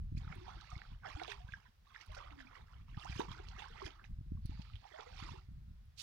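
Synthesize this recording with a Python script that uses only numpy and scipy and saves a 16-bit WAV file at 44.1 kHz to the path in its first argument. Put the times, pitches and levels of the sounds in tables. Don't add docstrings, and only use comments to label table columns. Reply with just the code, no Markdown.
import sys
import numpy as np
from scipy import signal
from scipy.fft import rfft, irfft, next_fast_len
from scipy.io import wavfile
from scipy.ndimage import uniform_filter1d, map_coordinates

SR = 44100
rng = np.random.default_rng(int(sys.argv[2]) if len(sys.argv) > 2 else 0)


def unload_audio(sound):
    columns = np.transpose(np.atleast_2d(sound))
    steps = np.round(np.clip(columns, -1, 1) * 32767)
    wavfile.write(sys.argv[1], SR, steps.astype(np.int16))


def voltage_ratio(level):
    return 10 ** (np.asarray(level, float) / 20)


N = 265482


def unit(x):
    return x / np.sqrt(np.mean(x ** 2) + 1e-20)


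def along(points, hz, axis=1):
    table = np.transpose(points)
    below = -120 if table[axis][0] < -25 else None
    return np.interp(np.log(hz + 1), np.log(table[0] + 1), table[axis], below)


def wobble(rate):
    knots = rng.standard_normal(int(N * rate / SR) + 4)
    return map_coordinates(knots, [np.arange(N) * rate / SR])


def filtered(x, response):
    m = next_fast_len(N + 8192)
    hz = np.fft.rfftfreq(m, 1 / SR)
    return irfft(rfft(x, m) * response(hz), m)[..., :N]


def coloured(x, spectrum):
    return unit(filtered(x, lambda hz: voltage_ratio(along(spectrum, hz))))


def patchy(x, depth_db, bins, frames):
    z = signal.stft(x, nperseg=256)[2]
    field = uniform_filter1d(rng.standard_normal(z.shape), bins, 0)
    field = uniform_filter1d(field, frames, 1)
    return signal.istft(z * voltage_ratio(depth_db * unit(field)), nperseg=256)[1][:N]


def place(s, shapes):
    at = np.round(s * SR).astype(int)[:, None] + np.arange(shapes.shape[1])
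    return np.bincount(np.clip(at, 0, N).ravel(), shapes.ravel(), N + 1)[:N]


def preamp_hiss():
    # frequency in Hz, relative level in dB
    hiss_colour = [(200, -10), (350, -6), (1500, -2.5), (3000, -9), (6000, -13), (8000, -18.5),
                   (14800, -18.5), (15350, -16.5)]
    return voltage_ratio(-79.5) * coloured(rng.standard_normal((2, N)), hiss_colour)


def camera_whine():
    # frequency in Hz, peak level on the right in dB
    tones = [(11601, -103), (15240, -102), (15450, -99)]
    whine = np.zeros(N)
    for hz, db in tones:
        drift_rad = 0.51 * wobble(4)
        whine += voltage_ratio(db) * np.sin(2 * np.pi * hz * np.arange(N) / SR + drift_rad)
    return whine * voltage_ratio([[-8], [0]])


def far_hush():
    # frequency in Hz, relative level in dB
    hush_colour = [(200, -28), (400, 0), (1400, -6), (3500, 1), (5500, -3), (7000, -26), (9000, -45)]
    hush_db = -85 + wobble(3)
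    return voltage_ratio(hush_db) * coloured(rng.standard_normal(N), hush_colour)


def wind():
    # time in seconds, level in dB
    gusts = [(0.0, -43), (0.2, -45), (0.33, -56), (1.42, -60), (1.83, -70), (2.06, -73.5), (2.09, -52.5),
             (2.43, -62), (2.7, -61), (2.93, -51), (3.5, -53.5), (3.96, -61.5), (4.3, -45), (4.76, -56),
             (4.84, -68), (5.01, -64.5), (5.15, -53), (5.78, -56.5), (6.02, -65)]
    # time of the middle in seconds, level in dB, pitch in Hz,
    # level of the sharp edge in dB relative to the puff
    puffs = [(0.071, -40.5, 79.6, -27), (0.124, -31.5, 92, -12), (0.151, -32.5, 117, -25),
             (0.174, -32.5, 84, -12), (0.22, -40, 102, -21), (0.251, -37.5, 71, -21),
             (0.275, -36.5, 110, -17), (0.304, -39.5, 117, -24), (0.366, -42, 83, -8.5),
             (0.385, -40, 73, -13), (0.733, -40, 83, -23), (0.767, -38.5, 99, -14.5),
             (1.156, -36.5, 64, -35), (1.449, -40.5, 73, -28), (1.491, -46, 105, -25),
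             (1.53, -43, 80.5, -22), (2.82, -46, 69, -18), (2.93, -49, 80, -7), (2.975, -34, 97, -14),
             (3.1, -33.5, 106, -12.5), (3.163, -35.5, 98, -13), (3.309, -39.5, 116, -13),
             (3.856, -40, 72.4, -13), (4.114, -38.5, 84, -30), (4.133, -38.5, 61, -35),
             (4.189, -37.5, 80, -19), (4.211, -41, 110, -11), (4.263, -46.5, 92, -12), (4.321, -38, 113, 0),
             (4.352, -34, 93, -21), (4.406, -41, 70, -25), (4.454, -33.5, 95, -13.5),
             (4.496, -33.5, 71.6, -9), (4.517, -41.5, 80, -12), (4.596, -37, 122, -15),
             (4.745, -36, 63, -26), (5.227, -40.5, 95, -6), (5.32, -43, 83.4, -7), (5.38, -45, 85, -24),
             (5.489, -43.5, 85, -13.5), (5.62, -47, 87, -16), (5.712, -49, 84, -11.5),
             (5.885, -47.5, 69.6, -30)]
    # frequency in Hz, relative level in dB
    rumble_colour = [(12, -31.5), (25, -0.5), (50, 2.5), (110, -5.5), (160, -14.5), (250, -51), (500, -85)]
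    flap_colour = [(90, -41), (150, 2.5), (220, 0), (320, -19), (500, -50.5)]

    lumps = wobble(16)
    swirl = rng.standard_normal(N) + 0.14 * rng.standard_normal((2, N))
    rumble = unit(voltage_ratio(2.6 * lumps) * coloured(swirl, rumble_colour))
    shared_flap = coloured(rng.standard_normal(N), flap_colour)
    flap = shared_flap + 0.59 * coloured(rng.standard_normal((2, N)), flap_colour)
    flare_db = 6.4 * np.minimum(lumps, 1.3) + 6.3 * wobble(45)
    flare = voltage_ratio(-14.5) * unit(voltage_ratio(flare_db) * flap)
    gust_s, gust_db = np.transpose(gusts)
    between = voltage_ratio(np.interp(np.arange(N) / SR, gust_s, gust_db)) * (rumble + flare)

    s, db, hz, edge_db = np.transpose(puffs)[:, :, None]
    t = np.arange(-1300, 1300) / SR
    phase = rng.random((len(s), 2, 1))
    body = np.exp(-(t * hz / 0.39) ** 2) * np.cos(2 * np.pi * (hz * t + phase[:, 0]))
    edge = np.exp(-(t / 0.0029) ** 2) * np.cos(2 * np.pi * (240 * t + phase[:, 1]))
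    return between + place(s[:, 0] + t[0], voltage_ratio(db) * (body + voltage_ratio(edge_db) * edge))


def banks(x):
    # frequency in Hz, time to fall by 60 dB in seconds
    dying = [(300, 0.25), (2000, 0.18), (8000, 0.13)]
    hz, t, z = signal.stft(rng.standard_normal((2, SR // 4)), SR, nperseg=256)
    fading = voltage_ratio(-60 * t / along(dying, hz)[:, None])
    tail = signal.istft(z * fading, SR, nperseg=256)[1]
    tail = tail / np.linalg.norm(tail[0])
    late = np.pad(x, (250, 0))[None]
    return signal.fftconvolve(late, tail, axes=1)[:, :N]


def net():
    # start in seconds, length in seconds, level in dB, swell in dB per second
    draining = [(0.304, 0.58, -71, -1.5), (1.912, 0.32, -76.5, 3), (3.0, 0.96, -71.5, -5.5),
                (4.417, 0.39, -68.5, -12), (4.846, 0.48, -76, 21)]
    # frequency in Hz, relative level in dB
    trickle_colour = [(1200, -39), (1900, -1.5), (3000, -2), (4500, 4), (5600, -9.5), (7000, -29),
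                      (10000, -43)]
    attack_s, release_db_per_s = 0.062, 152
    t = np.arange(N) / SR
    s, length, db, swell = np.transpose(draining)[:, :, None]
    age = np.maximum(t - s, 0)
    level_db = db + swell * np.minimum(age, length) - release_db_per_s * np.maximum(age - length, 0)
    flow = (voltage_ratio(level_db) * np.tanh(age / attack_s)).sum(0)
    trickle = coloured(rng.standard_normal(N), trickle_colour)
    return flow * unit(patchy(trickle, 2.1, bins=2, frames=20))


def swish():
    # frequency in Hz, relative level in dB
    hiss_colour = [(590, -44), (1000, -20), (1640, -19), (2020, -12), (2480, -5), (4370, 3.5), (4960, 1),
                   (5960, -3), (15700, -26.5)]
    peak_s, width_s = 6.005, 0.015
    swell = np.exp(-((np.arange(N) / SR - peak_s) / width_s) ** 2 / 2)
    flicker_db = -47.5 + 2.2 * wobble(300)
    return swell * voltage_ratio(flicker_db) * coloured(rng.standard_normal(N), hiss_colour)


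def ticks():
    # start in seconds, level in dB before the boost and colour below
    sparks = [(0.1722, -72), (0.353, -60), (1.2138, -72), (1.2737, -68), (2.0614, -62), (2.1197, -66),
              (2.1487, -65), (3.0052, -66), (3.0456, -77), (3.1619, -65), (3.1948, -56), (3.3135, -72),
              (3.8493, -64), (4.457, -54), (4.7562, -72), (5.8543, -73)]
    # frequency in Hz, gain in dB
    sparkle_colour = [(6000, -30), (8300, 4), (10500, 6), (11800, -4), (15700, -8)]
    t60_s, boost_db = 0.02, 2.5
    s, db = np.transpose(sparks)[:, :, None]
    t = np.arange(900) / SR
    fading = voltage_ratio(db + boost_db - 60 * t / t60_s) * np.tanh(t / 0.0016)
    noise = rng.standard_normal((len(s), len(t)))
    return filtered(place(s[:, 0], fading * noise), lambda hz: voltage_ratio(along(sparkle_colour, hz)))


def slaps():
    # start in seconds, reference level in dB, pitch in Hz
    hits = [(0.171, -54, 2300), (0.179, -55, 3420), (0.3248, -38, 2130), (0.611, -43.5, 4080),
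            (0.7036, -48, 5800), (0.7792, -47, 3700), (1.1975, -38.5, 2090), (1.2351, -36.5, 3770),
            (1.2473, -41, 2440), (1.2787, -38, 3650), (1.3034, -53, 2360), (1.4805, -56, 3400),
            (1.5225, -43.5, 2440), (1.947, -44.5, 1980), (2.031, -58, 3020), (2.119, -50, 4000),
            (2.149, -45, 4500), (2.307, -50.5, 2710), (2.393, -46, 3300), (2.9701, -49.5, 2920),
            (2.9967, -43.5, 3600), (3.047, -44.5, 5750), (3.0969, -44, 2960), (3.1233, -41, 2420),
            (3.196, -47, 3060), (3.3162, -42.5, 3770), (3.379, -49, 4500), (3.4863, -42, 4300),
            (3.5924, -40.5, 3450), (3.622, -42, 2730), (3.685, -53, 5550), (3.779, -48.5, 2480),
            (3.8575, -44.5, 2400), (3.906, -44.5, 3080), (4.042, -46, 2520), (4.4586, -48, 4400),
            (4.551, -57, 1880), (4.6177, -45.5, 4310), (4.7353, -49, 2860), (4.7562, -44, 3130),
            (4.96, -49, 2170), (5.008, -41.5, 3500), (5.1796, -44, 3780), (5.237, -43, 3700)]
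    s, db, hz = np.transpose(hits)[:, :, None]
    t = np.arange(900) / SR
    draw = rng.random((len(s), 3, 7))
    late_s = 0.011 * draw[:, 0] ** 2
    f = (hz * np.exp(0.86 * (draw[:, 1] - 0.55))).reshape(-1, 1)
    size = voltage_ratio(db - 4.5 - 7.1 * draw[:, 2]).reshape(-1, 1)
    u = t * f / 9
    drops = size * np.tanh(u / 0.074) * np.exp(-3.5 * u) * np.sin(2 * np.pi * f * t)
    fading = np.tanh(t * hz / 0.24) * np.exp(-t * hz / 4.0)
    click = voltage_ratio(db - 0.5) * fading * np.sin(2 * np.pi * hz * t)
    return place(s[:, 0], click) + place((s + late_s).ravel(), drops)


def bubbles():
    # start in seconds, peak level in dB, first pitch in Hz,
    # pitch after one length in Hz, length in milliseconds
    pockets = [(0.277, -47, 1390, 1250, 5.4), (0.209, -59, 800, 750, 14), (0.32, -47, 2250, 2110, 5.3),
               (0.354, -55.5, 370, 361, 63), (0.41, -52.5, 330, 383, 42), (0.491, -43, 1000, 1030, 6.3),
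               (0.716, -44, 1220, 1220, 8.4), (0.723, -48.5, 722, 730, 15), (0.754, -47, 2180, 2150, 7.9),
               (0.818, -36.5, 1770, 1850, 1.25), (1.053, -38.5, 842, 670, 15.3),
               (1.061, -46.5, 1480, 1500, 6.7), (1.163, -46, 730, 850, 13), (1.166, -51, 290, 339, 55),
               (1.216, -34, 800, 684, 9.6), (1.281, -38, 620, 735, 6.3), (1.284, -49.5, 424, 406, 34),
               (1.32, -35.5, 1710, 1870, 3), (1.4, -55, 696, 744, 40), (1.487, -50.5, 1550, 1650, 10.5),
               (1.537, -35, 1710, 1600, 6.1), (1.654, -59, 1000, 1000, 12), (1.869, -65, 1100, 1120, 24),
               (1.961, -40, 1900, 1700, 4.4), (2.095, -53.5, 610, 633, 24), (2.167, -45.5, 700, 778, 10),
               (2.167, -46.5, 1400, 1440, 7.6), (2.174, -44.5, 570, 555, 17), (2.24, -56, 560, 585, 19),
               (2.27, -54, 1000, 1350, 7.8), (2.31, -58.5, 300, 277, 47), (2.37, -56, 292.5, 236, 79),
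               (2.404, -43.5, 1860, 1610, 3.5), (2.446, -56.5, 260, 260, 33),
               (2.47, -51.5, 2260, 2520, 7.3), (2.553, -47.5, 1970, 1935, 6.4),
               (2.974, -50.5, 1250, 1170, 19), (2.973, -47.5, 820, 845, 9.7),
               (3.037, -43.5, 1710, 1770, 2.8), (3.051, -42, 636, 1350, 23),
               (3.125, -45.5, 2400, 2360, 3.7), (3.195, -26.5, 306, 370, 6.2), (3.204, -31, 866, 1040, 7.5),
               (3.205, -44, 427, 490, 19), (3.285, -43.5, 1040, 980, 4.6), (3.315, -45.5, 1000, 1080, 9.7),
               (3.619, -50, 2030, 2190, 17), (3.62, -44, 894, 805, 17), (3.701, -57, 444, 472, 19),
               (3.818, -38.5, 1080, 1104, 6.2), (3.822, -42.5, 383, 384, 26), (3.843, -46, 2090, 2075, 6.6),
               (3.865, -46, 380, 282, 15), (4.372, -61, 1060, 1120, 6.8), (4.52, -56.5, 790, 920, 17),
               (4.61, -59, 850, 890, 7.1), (4.699, -56, 1270, 1300, 7.4), (4.851, -47, 740, 870, 13.6),
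               (4.935, -49.5, 598, 712, 55), (4.991, -44.5, 490, 440, 8.4), (5.063, -53.5, 470, 512, 35),
               (5.2, -45, 1250, 1070, 3.9), (5.242, -53.5, 290, 378, 27), (5.289, -40, 1010, 950, 6.4),
               (5.338, -51.5, 372, 376, 22)]
    s, db, first, last, ms = np.transpose(pockets)[:, :, None]
    t = np.arange(5000) / SR
    u = t / (ms / 1000)
    hz = first + (last - first) * np.minimum(u, 1.3)
    swell = np.tanh(u / 0.13) * np.exp(-(u / 0.62) ** 0.95) * 1.273
    tone = np.sin(2 * np.pi * np.cumsum(hz, 1) / SR)
    return place(s[:, 0], voltage_ratio(db) * swell * tone)


def froth(count, hz, spread, cycles, scatter_db, size):
    when, pitch, loud = rng.random(count), rng.standard_normal(count), rng.exponential(size=count)
    f = (hz * np.exp(spread * pitch))[:, None]
    t = np.arange(size) / SR
    u = t * f / cycles
    sizes = voltage_ratio(scatter_db * np.minimum(loud, 3))
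    rising = np.sin(2 * np.pi * f * t * (1 + 0.04 * u))
    shapes = sizes[:, None] * np.tanh(u / 0.22) * np.exp(-3.5 * u) * rising
    return unit(place(when * N / SR, shapes * (f < SR / 2.6)))


def stirring(offset_db, grows):
    # start in seconds, length in seconds,
    # gurgle level in dB, brightness in dB, sag in dB per second
    strides = [(0.187, 0.74, -62.5, -1, 6.5), (1.042, 0.35, -59, 2, 13.5), (1.443, 0.22, -68.5, 1.5, 17),
               (1.843, 0.24, -72, 1.5, 1), (2.07, 0.47, -63.5, -3.5, 6.5), (2.656, 0.13, -68.5, -1, 16),
               (2.868, 0.087, -69, 1.5, -1), (2.955, 0.44, -62, -2.5, -4.5), (3.418, 0.49, -61, -2, -1.5),
               (3.916, 0.11, -67.5, -13, 21), (4.49, 0.33, -68.5, 3.5, 25), (4.819, 0.32, -64, 0, -3.5),
               (5.143, 0.22, -60.5, 2, 16)]
    # time of the peak in seconds, gurgle level in dB,
    # brightness in dB, dying time in milliseconds
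    splashes = [(0.179, -77, 20.5, 17), (0.329, -56, -7, 15), (0.49, -54, -4, 61), (0.61, -79, 8, 25),
                (0.73, -68, 8.5, 30), (1.057, -44.5, -12.5, 20), (1.09, -63.5, 7, 37),
                (1.219, -47, -7.5, 19), (1.25, -54.5, -1.5, 46), (1.3, -52, 4, 23), (1.319, -51, 5.5, 12.3),
                (1.532, -71, 10, 23), (1.96, -64.5, 3.5, 23), (2.013, -63.5, 7.5, 23),
                (2.149, -60.5, 7.5, 23), (2.18, -56.5, -1.5, 75), (2.408, -60, 4, 13),
                (2.558, -54.5, -2.5, 43), (3.02, -67, 11, 36), (3.068, -52, -4, 10), (3.101, -64.5, 11, 42),
                (3.168, -63.5, 14, 44), (3.202, -44.5, 1, 20.6), (3.322, -56, 4, 25), (3.48, -69, -3, 25),
                (3.598, -50.5, 0.5, 38), (3.82, -60, 4.5, 38), (3.859, -61, 12.5, 14),
                (4.05, -79.5, 14, 18), (4.99, -55.5, -8, 52), (5.201, -60, 7.5, 54), (5.278, -55, 3, 34)]
    attack_s, release_db_per_s = 0.021, 182
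    rise_share = 0.57
    t = np.arange(N // 32 + 2) * 32 / SR
    s, length, db, bright_db, sag = np.transpose(strides)[:, :, None]
    age = np.maximum(t - s, 0)
    fall_db = sag * age + release_db_per_s * np.maximum(age - length, 0)
    running = voltage_ratio(db + grows * bright_db - fall_db) * np.tanh(age / attack_s)
    s, db, bright_db, ms = np.transpose(splashes)[:, :, None]
    u = (t - s) / (ms / 1000)
    bursts = voltage_ratio(db + grows * bright_db) * np.exp(-np.maximum(u, -u / rise_share))
    power = (running ** 2).sum(0) + (bursts ** 2).sum(0)
    return voltage_ratio(offset_db) * np.interp(np.arange(N) / SR, t, np.sqrt(power))


def slosh():
    # frequency in Hz, relative level in dB
    gurgle_colour = [(200, -46), (330, -5), (450, -13.5), (580, -11.5), (800, -2), (1100, 0.5), (1600, -3),
                     (2200, 1), (4000, -76)]
    spray_colour = [(900, -62), (1700, -3), (2300, -0.5), (3400, 3.5), (4300, -2), (6500, -53)]
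    mist_colour = [(2500, -27), (3800, -9), (4500, 0), (5700, -2), (6800, -8.5), (8000, -14.5),
                   (11000, -19), (15700, -29)]

    breaking = voltage_ratio(1.3 * wobble(60))
    low = froth(count=3500, hz=1000, spread=0.5025, cycles=10.4, scatter_db=4.0, size=900)
    low = low + 1.1 * rng.standard_normal(N)
    high = froth(count=13000, hz=2684, spread=0.284, cycles=14.2, scatter_db=9.0, size=320)
    high = high + 1.3 * rng.standard_normal(N)
    fine = froth(count=18000, hz=5230, spread=0.316, cycles=22, scatter_db=13.0, size=200)
    fine = fine + 1.33 * rng.standard_normal(N)

    gurgle = unit(breaking * patchy(coloured(low, gurgle_colour), 4.45, bins=2, frames=12))
    spray = unit(breaking * patchy(coloured(high, spray_colour), 3.1, bins=3, frames=16))
    mist = unit(breaking * patchy(coloured(fine, mist_colour), 2.8, bins=4, frames=10))
    water = stirring(0, grows=0) * gurgle
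    water = water + stirring(-4.5, grows=1) * spray
    return water + stirring(-11, grows=1.37) * mist


def scene():
    water = slosh() + net() + bubbles() + slaps() + ticks() + swish()
    return water + voltage_ratio(-14) * banks(water) + wind() + far_hush()


def ports(dry):
    # frequency in Hz, gain in dB, extra phase lag in radians
    left_port = [(39.8, 1.5, 0.06), (176, 1, 0.36), (302, -0.5, 0.79), (447, 1, 0), (665, -5, 1.25),
                 (870, -15, 1.1), (1080, -9, 0.59), (1350, -0.5, 2), (1560, 0, 1.1), (1850, -9, 1.12),
                 (2480, -15.5, -2), (4860, -19.5, -0.5), (7000, -60, 2), (12000, -48, 0.6)]
    # frequency in Hz, gain in dB
    right_port = [(200, 1.5), (400, 1.5), (700, 2.5), (1000, 3.5)]
    lag_samples = 26

    def shade(hz):
        lag_rad = along(left_port, hz, axis=2) + 2 * np.pi * hz * lag_samples / SR
        return voltage_ratio(along(left_port, hz)) * np.exp(-1j * lag_rad)

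    left = filtered(dry[0], shade)
    right = filtered(dry[1], lambda hz: voltage_ratio(along(right_port, hz)))
    return np.array([left, right])


def top_cut(x):
    return signal.sosfilt(signal.butter(12, 16390, fs=SR, output="sos"), x)


def record(dry):
    mix = ports(dry) + preamp_hiss() + camera_whine()
    return top_cut(mix)


dry = scene()
out = record(dry)
unload_audio(out)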